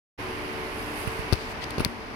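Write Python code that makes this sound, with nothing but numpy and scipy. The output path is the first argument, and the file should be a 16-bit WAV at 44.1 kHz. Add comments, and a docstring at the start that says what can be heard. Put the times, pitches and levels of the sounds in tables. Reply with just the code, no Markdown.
"""A steady rush of air with a blade hum in it: a fan runs in a small room, close to a hand-held camera.
Fingers slide and scrape on the plastic case, then bump it near its two microphone ports and make it click.
The hand dulls the right port, and a faint hollow ring lingers after the last bumps.
Each port has its own colour; the sharpest click makes the gain control turn the room down."""
import sys
import numpy as np
from scipy import signal
from scipy.fft import rfft, irfft, next_fast_len
from scipy.io import wavfile
from scipy.ndimage import uniform_filter1d, map_coordinates

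SR = 44100
rng = np.random.default_rng(int(sys.argv[2]) if len(sys.argv) > 2 else 0)


def digitize_waveform(pressure):
    """Quantize a signal to 16-bit integers and store it at the path in sys.argv[1].

    Rows of a 2-D input are taken as channels; values are limited to [-1, 1].
    """
    field = np.atleast_2d(pressure).T
    bounded = np.clip(field, -1, 1)
    quanta = np.round(bounded * 32767).astype(np.int16)
    wavfile.write(sys.argv[1], SR, quanta)


N = 94815


def amp(db):
    return 10 ** (np.asarray(db) / 20)


def unit(x):
    return x / np.sqrt(np.mean(x ** 2) + 1e-20)


def clock():
    return np.arange(N) / SR


def along(points, hz):
    """Read (f/Hz, value) points on a log frequency axis."""
    f, v = np.transpose(points)
    return np.interp(np.log(hz + 1), np.log(f + 1), v)


def curves(rows):
    """One automation curve for each column after the time."""
    times, *columns = np.transpose(rows)
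    return np.array([np.interp(clock(), times, column) for column in columns])


def wobble(rate):
    """A smooth random curve, rate knots a second."""
    return map_coordinates(rng.standard_normal(int(N * rate / SR) + 4), [clock() * rate])


def filtered(x, response):
    """Shape x with a gain that is a function of frequency."""
    size = 2 * next_fast_len(N)
    return irfft(rfft(x, size) * response(np.fft.rfftfreq(size, 1 / SR)), size)[..., :N]


def minimum_phase(db):
    """A response with these gains and no pre-ringing."""
    cepstrum = irfft(np.log(amp(db)))
    half = len(cepstrum) // 2
    cepstrum[1:half] *= 2
    cepstrum[half + 1:] = 0
    return np.exp(rfft(cepstrum))


def noise(spectrum):
    """Two unrelated coloured noises of rms 1."""
    return unit(filtered(rng.standard_normal((2, N)), lambda hz: amp(along(spectrum, hz))))


def friction(spectrum, grain_db=-1):
    """Noise broken into the fine grains of rubbing skin."""
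    return unit(noise(spectrum) * amp(grain_db * wobble(rate=900)))


def fall(t, t60, attack):
    """Envelope of a blow, t seconds after it."""
    return amp(-60 * t / t60) * (1 - np.exp(-t / attack))


def mode(t, hz, t60, attack):
    """One struck resonance: a dying sine."""
    return np.sin(2 * np.pi * hz * t) * fall(t, t60, attack)


def air_rush(level_db=-33):
    """The fan's moving air: dark noise, near the centre in the low end and wide above it."""
    # colour of the air: f/Hz, level/dB
    colour = [(20, 5.5), (55, 1.5), (110, 1.5), (175, -3), (240, 3), (290, 0), (410, 3), (520, -1.5),
              (720, -1.5), (1000, 0), (1400, -5.5), (2000, -7.5), (3000, -10.5), (5000, -20), (8000, -28),
              (11000, -35), (13500, -34), (16000, -38)]
    # stereo image: f/Hz, left-right correlation
    likeness = [(60, 0.53), (110, 0.53), (220, 0.98), (400, 0.64), (700, 0.5), (1300, -0.25), (4000, 0.014),
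                (10000, 0.15)]

    def mid_side_gains(hz):
        angle = np.arccos(np.clip(along(likeness, hz), -1, 1)) / 2
        return np.array([np.cos(angle), np.sin(angle)])

    mid, side = filtered(noise(colour), mid_side_gains)
    return amp(level_db) * unit(np.array([mid + side, mid - side]))


def blade_hum(blade_hz=74.38, drift=0.003035, waver_db=2.2, left_lag_s=0.00012):
    """Passing blades sound harmonics of a slightly unsteady rate, each wavering in level."""
    # the three main tones: multiples of the blade rate
    main_multiples = [4, 5, 6]
    # they swell and fade as the camera moves: t/s, then level/dB of each
    swells = [(.2, -43, -42, -48), (.28, -55, -40, -44.5), (.42, -42.5, -39.5, -44.5),
              (.56, -47, -41, -41.5), (.7, -47.5, -42, -42.5), (.8, -44, -40, -35), (.9, -43, -57, -45),
              (1.03, -46.5, -45, -45), (1.15, -61, -44, -34.5), (1.27, -41, -50, -42),
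              (1.42, -58, -64, -39), (1.53, -62, -77, -44.5), (1.73, -42, -65, -48.5),
              (1.92, -50, -56, -46.5), (2.15, -50.5, -61, -42)]
    # faint tones: multiple of the blade rate, level/dB
    faint_tones = [(3, -55.5), (8, -52.5), (10, -53), (12, -54), (14, -54.5)]
    passes = np.cumsum(blade_hz * (1 + drift * wobble(rate=5.95))) / SR
    phase = 2 * np.pi * np.array([passes - blade_hz * left_lag_s, passes])
    hum = np.zeros((2, N))
    for multiple, db in [*zip(main_multiples, curves(swells)), *faint_tones]:
        peak = np.sqrt(2) * amp(db + waver_db * wobble(rate=15))
        hum += peak * np.sin(multiple * phase + 2 * np.pi * rng.random())
    return hum


def fan():
    """Air and hum rise and dip a little together as the camera turns."""
    # fader ride: t/s, gain/dB
    ride = [(.2, -0.5), (.8, -1), (1.2, -0.5), (1.5, 0), (1.8, 0), (2.15, -1)]
    return (air_rush() + blade_hum()) * amp(curves(ride))


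def sliding_fingers(half_width_octaves=0.67):
    """Skin drags over the case: a faint grainy hiss and short scrapes, each in its own band."""
    # colour of the hiss: f/Hz, level/dB
    hiss = [(500, 18), (2500, 13.5), (4200, 10), (5500, 2.5), (8000, 9), (10000, 2.5), (13500, 4),
            (16000, 4)]
    # swell of the slide: t/s, left/dB, right/dB
    slide = [(.2, -68, -53.5), (.7, -52, -52), (.78, -44.5, -45), (.93, -45.5, -46.5), (1.0, -41.5, -36.5),
             (1.09, -40.5, -48), (1.2, -43, -50), (1.3, -54, -62), (1.36, -44, -66), (1.45, -47, -70),
             (1.52, -37.5, -78), (1.545, -58, -77), (1.75, -56, -73), (1.82, -58, -50), (1.9, -81, -49),
             (2.15, -70, -97)]
    # scrapes: t/s, length/s, left/dB, right/dB, band centre/Hz
    scrapes = [(1.33, 0.18, -42.5, -66, 4420), (1.49, 0.04, -68, -69, 7100), (1.608, 0.037, -34, -43, 3270),
               (1.637, 0.0096, -30, -54, 4200), (1.7024, 0.011, -37.5, -58, 9300),
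               (1.857, 0.0045, -26, -32, 1890)]
    out = friction(hiss) * amp(curves(slide))
    skin = friction(hiss)
    for start, length, left_db, right_db, centre_hz in scrapes:
        octaves_off = lambda hz: np.log2((hz + 1) / centre_hz)
        band = unit(filtered(skin, lambda hz: 1 / (1 + (octaves_off(hz) / half_width_octaves) ** 2)))
        stroke = np.sin(np.pi * np.clip((clock() - start) / length, 0, 1))
        out += amp([[left_db], [right_db]]) * band * stroke
    return out


def bumps(thump_cycles=2.4, contact_s=0.00025):
    """A finger's sudden push swings out as a low thump, with a knock of the case and a scuff of skin."""
    # t/s, thump left/dB, right/dB, f/Hz, rise/s, knock send/dB, scuff left/dB, right/dB
    hits = [(1.0733, -43, -4, 110, 0.0024, -4, -45, -22.5), (1.191, -44, -7.5, 94, 0.0036, -22, -53, -30),
            (1.3266, -3.5, -14.5, 70, 0.00022, -6, -15, -44), (1.3347, -14, -25, 52, 0.0011, 2, -17.5, -38),
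            (1.354, -28, -30, 75, .002, -15, -26, -47), (1.782, -21.5, -8, 150, .0006, 7, -21, -41),
            (1.7957, -26, -39, 70.6, .0008, -19, -21.5, -21),
            (1.8046, -6.5, -25, 188, 0.00025, -2, -22.5, -22.5),
            (1.8489, -14, -43, 200, 0.00046, -12, -22, -30),
            (1.8612, -12.5, -6.5, 127, 0.00086, -11, -43, -38)]
    # colour of the scuff: f/Hz, level/dB
    scuff_colour = [(100, 33.5), (500, 13), (1500, 16), (2100, -5), (2650, 18), (3200, 8), (4500, 8.5),
                    (6000, -1.5), (7500, -5.5), (9500, 1), (13300, -8), (15000, 1)]
    # the knock leans to the left port: left trim/dB, right trim/dB
    knock_pan = [-5, -13]
    out, skin = np.zeros((2, N)), friction(scuff_colour)
    for start, left_db, right_db, hz, rise, knock_db, scuff_left_db, scuff_right_db in hits:
        t = np.maximum(clock() - start, 0)
        thump = np.cos(2 * np.pi * hz * t) * fall(t, t60=thump_cycles / hz, attack=rise)
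        knock = amp(knock_db) * amp(knock_pan)[:, None] * mode(t, hz=397, t60=0.028, attack=contact_s)
        scuff = amp([[scuff_left_db], [scuff_right_db]]) * skin * fall(t, t60=0.049, attack=contact_s)
        out += scuff - amp([[left_db], [right_db]]) * (thump + knock)
    return out


def clicks(attack_s=0.00019):
    """The plastic snaps beside the left port: a crack, a few very short modes and, if hard, a high ping."""
    # t/s, left/dB, right/dB, crack re click/dB, ping/dB
    snaps = [(1.3261, -7, -25, -9, -60), (1.3322, -2, -37, -39, -60), (1.6385, -25, -45, -16, -59.5),
             (1.6413, -20, -46, -8, -62), (1.7068, -17, -35, -7, -60), (1.7824, -21, -36, -9, -60),
             (1.8488, 3.5, -41, -13.5, 1), (1.8517, -27, -43, 7, -30)]
    # modes of the case: f/Hz, level re click/dB, t60/s
    case_modes = [(2540, -16, 0.0049), (3660, -15.5, 0.0083), (4340, 3, 0.0015), (5500, -10, 0.0015),
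                  (9400, 3, 0.00092), (12100, -7, 0.0013)]
    # colour of the crack: f/Hz, level/dB
    crack_colour = [(500, -7), (1500, -15), (3000, -4), (4500, 1), (7500, -7), (12000, -3.5), (16000, 0.5)]
    # the ping leans to the right port: left trim/dB, right trim/dB
    ping_pan = [-10, -3.5]
    out, crack_noise = np.zeros((2, N)), noise(crack_colour)
    for start, left_db, right_db, crack_db, ping_db in snaps:
        t = np.maximum(clock() - start, 0)
        ring = sum(amp(db) * mode(t, hz, t60, attack_s) for hz, db, t60 in case_modes)
        crack = amp(crack_db) * crack_noise * fall(t, t60=0.0054, attack=attack_s)
        ping = amp(ping_db) * mode(t, hz=16200, t60=0.0028, attack=attack_s)
        out += amp([[left_db], [right_db]]) * (ring + crack) + amp(ping_pan)[:, None] * ping
    return out


def hand_shade(x, corner_hz=1960):
    """The hand shades the right port, taking the edge off its treble."""
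    # high shelf: t/s, gain/dB
    shelf = [(.2, 1.5), (1.15, 1), (1.35, 1.5), (1.55, -4.5), (1.8, -4), (2.15, -5.5)]
    left, right = x
    bass = filtered(right, lambda hz: 1 / (1 + (hz / corner_hz) ** 2))
    treble = (right - bass) * amp(curves(shelf)[0])
    return np.array([left, bass + treble])


def hollow_ring(start_s=1.85):
    """One faint low resonance lingers after the last bumps."""
    # level at the ports: left/dB, right/dB
    levels = [-28, -51]
    t = np.maximum(clock() - start_s, 0)
    return amp(levels)[:, None] * mode(t, hz=237.4, t60=0.87, attack=0.0035)


def gain_control(x, sense_above_hz=2980, threshold_db=-19.5, max_cut_db=4):
    """Sharp treble peaks duck the whole sound; the gain creeps back slowly."""
    attack_s, release_db_per_s = 0.024, 6
    treble = np.abs(filtered(x, lambda hz: hz > sense_above_hz)).max(axis=0)
    level_db = 20 * np.log10(np.abs(uniform_filter1d(treble, size=32)) + 1e-9)
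    over_db = np.clip(level_db - threshold_db, 0, max_cut_db)
    recovery_db = release_db_per_s * clock()
    cut_db = np.maximum.accumulate(over_db + recovery_db) - recovery_db  # catch each peak, then let go
    pole = np.exp(-1 / (attack_s * SR))
    return x * amp(-signal.lfilter([1 - pole], [1, -pole], cut_db))


def scene():
    """The fan as a bed, shaded by the hand, with the handling of the case on top."""
    return hand_shade(fan()) + bumps() + sliding_fingers() + clicks() + hollow_ring()


def record(dry):
    """The camera's chain: port colours, low cut, gain control, a quick fade-in and a band limit."""
    # colour of the left port: f/Hz, gain/dB
    left_port = [(60, 1.5), (500, -2.5), (1000, -1), (2000, 1), (3500, -3), (4800, 6), (6000, 2.5),
                 (7300, -6), (9300, -0.5), (12500, -1), (16000, -10.5)]
    # colour of the right port: f/Hz, gain/dB
    right_port = [(60, 0), (500, -3.5), (1000, -1), (2300, 5.5), (3100, 1), (4200, -7), (6500, -5.5),
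                  (7900, -4.5), (10000, 10.5), (11500, 8.5), (13500, -0.5), (16000, -8.5)]
    low_cut_hz, top_hz, top_edge_hz = 29, 16600, 800
    start_s, fade_s = 0.1768, 0.021
    ports = lambda hz: np.array([minimum_phase(along(port, hz)) for port in (left_port, right_port)])
    low_cut = signal.butter(3, low_cut_hz, "high", fs=SR, output="sos")
    heard = gain_control(signal.sosfilt(low_cut, filtered(dry, ports)))
    fade_in = np.clip((clock() - start_s) / fade_s, 0, 1)
    return filtered(heard * fade_in, lambda hz: np.clip((top_hz - hz) / top_edge_hz, 0, 1))


dry = scene()
out = record(dry)
digitize_waveform(out)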